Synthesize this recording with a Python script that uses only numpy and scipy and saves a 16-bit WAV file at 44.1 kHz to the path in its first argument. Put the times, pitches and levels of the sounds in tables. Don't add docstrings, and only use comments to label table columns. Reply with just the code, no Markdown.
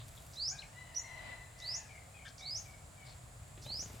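import sys
import numpy as np
from scipy import signal
from scipy.fft import rfft, irfft
from scipy.io import wavfile

SR = 44100
rng = np.random.default_rng(int(sys.argv[2]) if len(sys.argv) > 2 else 0)


def to_wav(sig):
    pcm = np.clip(np.atleast_2d(sig), -1, 1) * 32767
    pcm = np.round(pcm).astype(np.int16)
    wavfile.write(sys.argv[1], SR, pcm.T)


N = 176400

# start_s, length_s, level_db, pitch_ratio, rasp_level_db
WHISTLES = [(0.352, 0.17, -36.5, 0.99, -55.5), (1.608, 0.178, -39, 1.0, -60.5),
            (2.403, 0.2, -40, 0.97, -56), (3.642, 0.2, -40, 0.98, -56)]
# share_of_length, base_pitch_hz, relative_db
WHISTLE_GLIDE = [(0, 3560, -22), (.13, 3930, -10), (.23, 4170, -9), (.33, 4480, -1.5), (.47, 4800, 0),
                 (.6, 5170, -1), (.71, 5290, -2), (.78, 5650, 1.5), (.84, 6250, .5), (.895, 6850, -3),
                 (.935, 7020, -6), (1, 6600, -11)]
# time_s, pitch_hz, level_db
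CHIP = [(.942, 3450, -56), (.949, 5330, -41), (.956, 6010, -46), (.965, 5800, -32.5), (.975, 5770, -31.5),
        (.981, 5710, -41.5), (.986, 6050, -35.5), (.993, 6900, -48), (1.003, 6600, -36)]
# left_delay_s, right_delay_s, left_gain, right_gain
ECHOES = [(.0052, .0052, 0.25, 0.22), (0.0118, 0.0086, 0.3, 0.062), (.022, .022, .38, 0.38),
          (.029, .028, 0.42, .18)]


def pheasant():
    dry = np.zeros(N)
    for start, length, db, ratio, rasp_db in WHISTLES:
        curve = [(start + u * length, hz * ratio, db + rel_db) for u, hz, rel_db in WHISTLE_GLIDE]
        add(dry, *voice(curve, [0, -38], jitter=0.007, jitter_hz=216, shimmer_db=2.4, waver=0.008))
        add(dry, *rasp(start - 0.029, length=0.058, hz=5330, width_hz=1600, db=rasp_db, skew=0.6))
    add(dry, *voice(CHIP, [0, -36], jitter=0.0067, jitter_hz=150, shimmer_db=2.5))
    near = pan(dry, left_db=-3.5)
    for left_s, right_s, left_gain, right_gain in ECHOES:
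        add(near[0], left_s, left_gain * dry)
        add(near[1], right_s, right_gain * dry)
    short_tail = yard(dry, t60_s=0.26, rise_s=0.012, left_db=2, coherence=0.9)
    long_tail = yard(dry, t60_s=1.0, rise_s=0.04, left_db=0, coherence=0.5)
    return near + amp(-7.5) * short_tail + amp(-23) * long_tail


# time_s, pitch_hz, level_db
SLUR = [(.574, 3900, -62), (.585, 3550, -57), (.594, 3950, -39.5), (.604, 4350, -55), (.615, 3950, -63),
        (.622, 2900, -48.5), (.63, 2120, -51.5), (.648, 2500, -55)]
# time_s, pitch_hz, level_db
CLUCK = [(2.25, 1540, -64), (2.257, 1590, -55), (2.264, 1902, -56), (2.272, 1590, -54.5),
         (2.285, 1580, -53)]
# start_s, length_s, centre_hz, width_hz, level_db
HOARSE_NOTES = [(-.02, 0.069, 3600, 970, -61), (0.165, 0.029, 3580, 400, -61.5),
                (2.262, 0.064, 4720, 1800, -63), (3.044, 0.11, 4370, 1130, -60)]


def small_birds():
    dry = np.zeros(N)
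    add(dry, *voice(SLUR, [0, -26], jitter=0.01, jitter_hz=200, shimmer_db=1))
    add(dry, *voice(CLUCK, [3, -1, -10, -14], jitter=0.037, jitter_hz=596, shimmer_db=3.5, edge_s=0.0027))
    for note in HOARSE_NOTES:
        add(dry, *rasp(*note))
    return pan(dry, left_db=4) + amp(-6) * yard(dry, t60_s=0.2, rise_s=0.006, left_db=4)


# start_s, level_db
WINGBEATS = [(3.575, -50.5), (3.664, -50), (3.702, -49.5), (3.743, -52.5), (3.792, -50.5), (3.824, -50),
             (3.857, -49.5), (3.899, -50.5), (3.94, -51)]
# frequency_hz, relative_db
PUFF_SPECTRUM = [(40, -9), (130, 5), (300, -2.5), (600, -5.5), (1200, -14.5), (3000, -16.5), (8000, -29),
                 (16000, -45)]
# start_s, level_db
WING_CLAPS = [(3.663, -41), (3.703, -48)]
# frequency_hz, relative_db
SNAP_SPECTRUM = [(200, -23), (900, -17), (3000, 8), (4500, -15), (12000, -23)]


def wings(puff_rise_s=0.0029, clap_hz=585, clap_rise_s=0.0013, clap_decay_s=0.0033):
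    t = np.arange(4000) / SR
    puffs, snaps = np.zeros((2, N))
    for start, db in WINGBEATS:
        add(puffs, start, amp(db) * t / puff_rise_s * np.exp(1 - t / puff_rise_s))
    dry = colour(puffs * rng.standard_normal(N), PUFF_SPECTRUM)
    for start, db in WING_CLAPS:
        envelope = amp(db) * np.minimum(t / clap_rise_s, 1) * np.exp(-t / clap_decay_s)
        add(dry, start, envelope * np.sin(2 * np.pi * clap_hz * t))
        add(snaps, start, envelope * rng.standard_normal(len(t)))
    dry += amp(-9.5) * colour(snaps, SNAP_SPECTRUM)
    return pan(dry, left_db=2.5) + amp(-2) * yard(dry, t60_s=0.4, rise_s=0.01, left_db=2.5)


# start_s, length_s, level_db
SCUFFS = [(0.003, 0.42, -64.5), (1.598, 0.15, -68), (2.488, 0.26, -66.5), (3.61, 0.11, -63),
          (3.697, 0.38, -63)]
# frequency_hz, relative_db
SAND_SPECTRUM = [(1000, 2), (4000, 1), (9000, 1), (13000, 0.5), (18000, -14.5)]
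# start_s, level_db
TICKS = [(.082, -52), (.09, -52.5), (.162, -55), (0.222, -53), (.266, -54), (1.672, -55), (2.63, -59),
         (3.479, -60), (3.792, -57), (3.931, -53)]
# frequency_hz, relative_db
TICK_SPECTRUM = [(1000, -8), (9000, 6), (13500, -1), (18000, -13)]


def grit(grains_per_s=2500, tick_decay_s=0.0035):
    scuffing, ticks = np.zeros((2, N))
    for start, length, db in SCUFFS:
        progress = np.arange(0, length, 1 / SR) / length
        add(scuffing, start, amp(db) * np.sqrt(abs(np.sin(np.pi * progress))))
    grains = rng.standard_normal(N) * (rng.random(N) < grains_per_s / SR)
    t = np.arange(2000) / SR
    for start, db in TICKS:
        add(ticks, start, amp(db) * np.exp(-t / tick_decay_s) * rng.standard_normal(len(t)))
    return colour(scuffing * unit(grains), SAND_SPECTRUM) + colour(ticks, TICK_SPECTRUM)


# time_s, pitch_hz, level_db
HIGH_CROW = [(.72, 975, -72), (.79, 1003, -57.5), (.93, 986.4, -73), (1.02, 1030, -59), (1.2, 997, -56),
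             (1.37, 1004, -58), (1.52, 1019, -76), (1.65, 1000, -59), (1.76, 1000, -66), (1.82, 983, -77)]
# time_s, pitch_hz, level_db
LOW_CROW = [(.49, 784, -83), (.53, 801, -56), (.62, 820, -82), (.78, 971, -66.5), (1.1, 926, -66),
            (1.4, 898, -72), (1.6, 881, -78), (1.78, 863, -61.5), (1.88, 844, -71)]
# start_s, pitch_hz, level_db, fall_share, jitter_share, fourth_harmonic_db
YELPS = [(1.885, 760.5, -57.5, 0.059, 0.037, -14), (2.135, 794, -58.5, 0.082, 0.0277, -9),
         (2.385, 750.4, -60, 0.038, 0.016, -20), (2.65, 757.5, -63, 0.047, .012, -15),
         (2.97, 755, -62.5, 0.045, 0.011, -11)]


def far_fowl(yelp_s=0.12):
    dry = np.zeros(N)
    add(dry, *voice(HIGH_CROW, [-11, 4, -15, -9], jitter=0.014, jitter_hz=110,
                    shimmer_db=2, edge_s=0.047))
    add(dry, *voice(LOW_CROW, [-1, 1.5, -1.5, -16], jitter=0.0251, jitter_hz=110,
                    shimmer_db=2.5, edge_s=0.016))
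    for start, hz, db, fall, jitter, fourth_db in YELPS:
        curve = [(start, hz * (1 + fall), db - 2),
                 (start + 0.291 * yelp_s, hz, db),
                 (start + yelp_s, hz * (1 - fall), db - 5)]
        add(dry, *voice(curve, [-6, -36, 3, fourth_db], jitter, jitter_hz=152.2,
                        shimmer_db=3, edge_s=0.013))
    return amp(-2.5) * (pan(dry, left_db=8.5) + yard(dry, t60_s=0.46, rise_s=0.011, left_db=3.5))


# frequency_hz, relative_db
AIR_SPECTRUM = [(12, -55), (25, -14.5), (45, -3.5), (70, -1), (92, -1.5), (120, 0), (152, -5.5),
                (184, -14.5), (320, -19.5), (500, -17), (680, -12), (900, -19), (1110, -17), (1550, -20.5),
                (2150, -22), (2950, -28.5), (3400, -26.5), (4600, -27), (5900, -30.5), (7450, -17.5),
                (8600, -24.5), (9300, -25), (9950, -29.5), (10450, -28.5), (11500, -34.5), (18000, -42.5)]
# frequency_hz, coherence
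AIR_COHERENCE = [(60, 0.96), (110, 1), (200, 0.78), (380, 0.029), (700, 0.4), (1290, 0.05), (2400, 0.12),
                 (4400, 0.61), (8400, 0.6), (10000, 0.97)]
# frequency_hz, left_minus_right_db
AIR_BALANCE = [(60, 0), (150, 1), (380, 0.5), (950, 2.5), (2380, -1), (5980, -0.5), (15000, -0.5)]
# time_s, gain_db
RUMBLE_SWELL = [(0, 6.5), (.4, 2), (1.4, 1.3), (2, 0.5), (2.7, 3), (4, 4)]


def rumble_and_hiss(rumble_below_hz=230):
    hz = np.fft.rfftfreq(N, 1 / SR)
    left, independent = rfft(rng.standard_normal((2, N)))
    right = blend(left, independent, np.clip(read(AIR_COHERENCE, hz), -1, 1))
    left_db = read(AIR_BALANCE, hz)
    spectra = np.array([left * amp(left_db / 2), right * amp(-left_db / 2)])
    air = amp(-55.5) * unit(irfft(spectra * amp(read(AIR_SPECTRUM, hz)), N))
    rumble = irfft(rfft(air) / (1 + (hz / rumble_below_hz) ** 4), N)
    return air + rumble * (amp(follow(RUMBLE_SWELL)) - 1)


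# frequency_hz, relative_db
TRAFFIC_SPECTRUM = [(200, -9), (450, -16.5), (650, -1.5), (850, -8.5), (1300, -13.5), (2500, -11.5),
                    (5000, -21.5), (10000, -71)]
# time_s, level_db
TRAFFIC_SWELL = [(0, -62), (.4, -74), (.9, -56), (1.4, -61), (1.8, -58.5), (2.2, -76), (2.6, -71), (4, -65)]


def traffic():
    direct = pan(rng.standard_normal(N), left_db=9.5)
    diffuse = 1.96 * rng.standard_normal((2, N))
    road = unit(colour(direct + diffuse, TRAFFIC_SPECTRUM))
    return road * amp(follow(TRAFFIC_SWELL) + 4.5 * band(N, 0, 3.6))


def voice(curve, harmonics_db, jitter, jitter_hz, shimmer_db, edge_s=0.0024, waver=0.00712, waver_hz=40):
    times, hz, db = np.transpose(curve)
    t = np.arange(times[0], times[-1], 1 / SR)
    wobble = jitter * band(len(t), 0, jitter_hz) + waver * band(len(t), 0, waver_hz)
    pitch = np.interp(t, times, hz) * (1 + wobble)
    phase = 2 * np.pi * np.cumsum(pitch) / SR
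    level = amp(np.interp(t, times, db) + shimmer_db * band(len(t), 0, jitter_hz))
    edges = np.clip(np.minimum(t - times[0], times[-1] - t) / edge_s, 0, 1)
    tone = sum(amp(gain_db) * np.sin(k * phase) for k, gain_db in enumerate(harmonics_db, 1))
    return times[0], edges * level * tone


def rasp(start, length, hz, width_hz, db, skew=0.74, grain_db=4.5):
    progress = np.arange(0, length, 1 / SR) / length
    swell = np.sin(np.pi * progress ** skew) ** 2
    level = amp(db + grain_db * band(len(swell), 0, 120))
    return start, swell * level * band(len(swell), hz, width_hz)


def yard(x, t60_s, rise_s, left_db, coherence=1.0):
    t = np.arange(SR) / SR
    envelope = (1 - np.exp(-t / rise_s)) * amp(-60 * t / t60_s)
    left, independent = rng.standard_normal((2, SR)) * envelope
    tails = np.array([left, blend(left, independent, coherence)]) / np.linalg.norm(left)
    return signal.fftconvolve(x[None], tails, axes=1)[:, :N] * amp([[left_db / 2], [-left_db / 2]])


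def amp(db):
    return 10 ** (np.asarray(db) / 20)


def unit(x):
    return x / np.sqrt(np.mean(x ** 2) + 1e-20)


def read(points, hz):
    frequencies, values = np.transpose(points)
    return np.interp(np.log(hz + 1), np.log(frequencies + 1), values)


def follow(points):
    return np.interp(np.arange(N) / SR, *np.transpose(points))


def add(track, start_s, sound):
    at = round(start_s * SR)
    sound = sound[max(-at, 0):]
    part = track[max(at, 0):][:len(sound)]
    part += sound[:len(part)]


def colour(x, points):
    gain = unit(amp(read(points, np.fft.rfftfreq(N, 1 / SR))))
    return irfft(rfft(x) * gain, N)


def band(size, hz, width_hz):
    bell = np.exp(-((np.fft.rfftfreq(N, 1 / SR) - hz) / width_hz) ** 2)
    return unit(irfft(rfft(rng.standard_normal(N)) * bell, N))[:size]


def blend(noise, independent, coherence):
    return coherence * noise + np.sqrt(1 - coherence ** 2) * independent


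def pan(x, left_db):
    return np.array([x * amp(left_db / 2), x * amp(-left_db / 2)])


def scene():
    return pheasant() + small_birds() + wings() + grit() + far_fowl() + rumble_and_hiss() + traffic()


def record(dry):
    lowpass = signal.firwin(511, cutoff=18150, window=("kaiser", 9), fs=SR)
    return signal.oaconvolve(dry, lowpass[None], "same")


dry = scene()
out = record(dry)
to_wav(out)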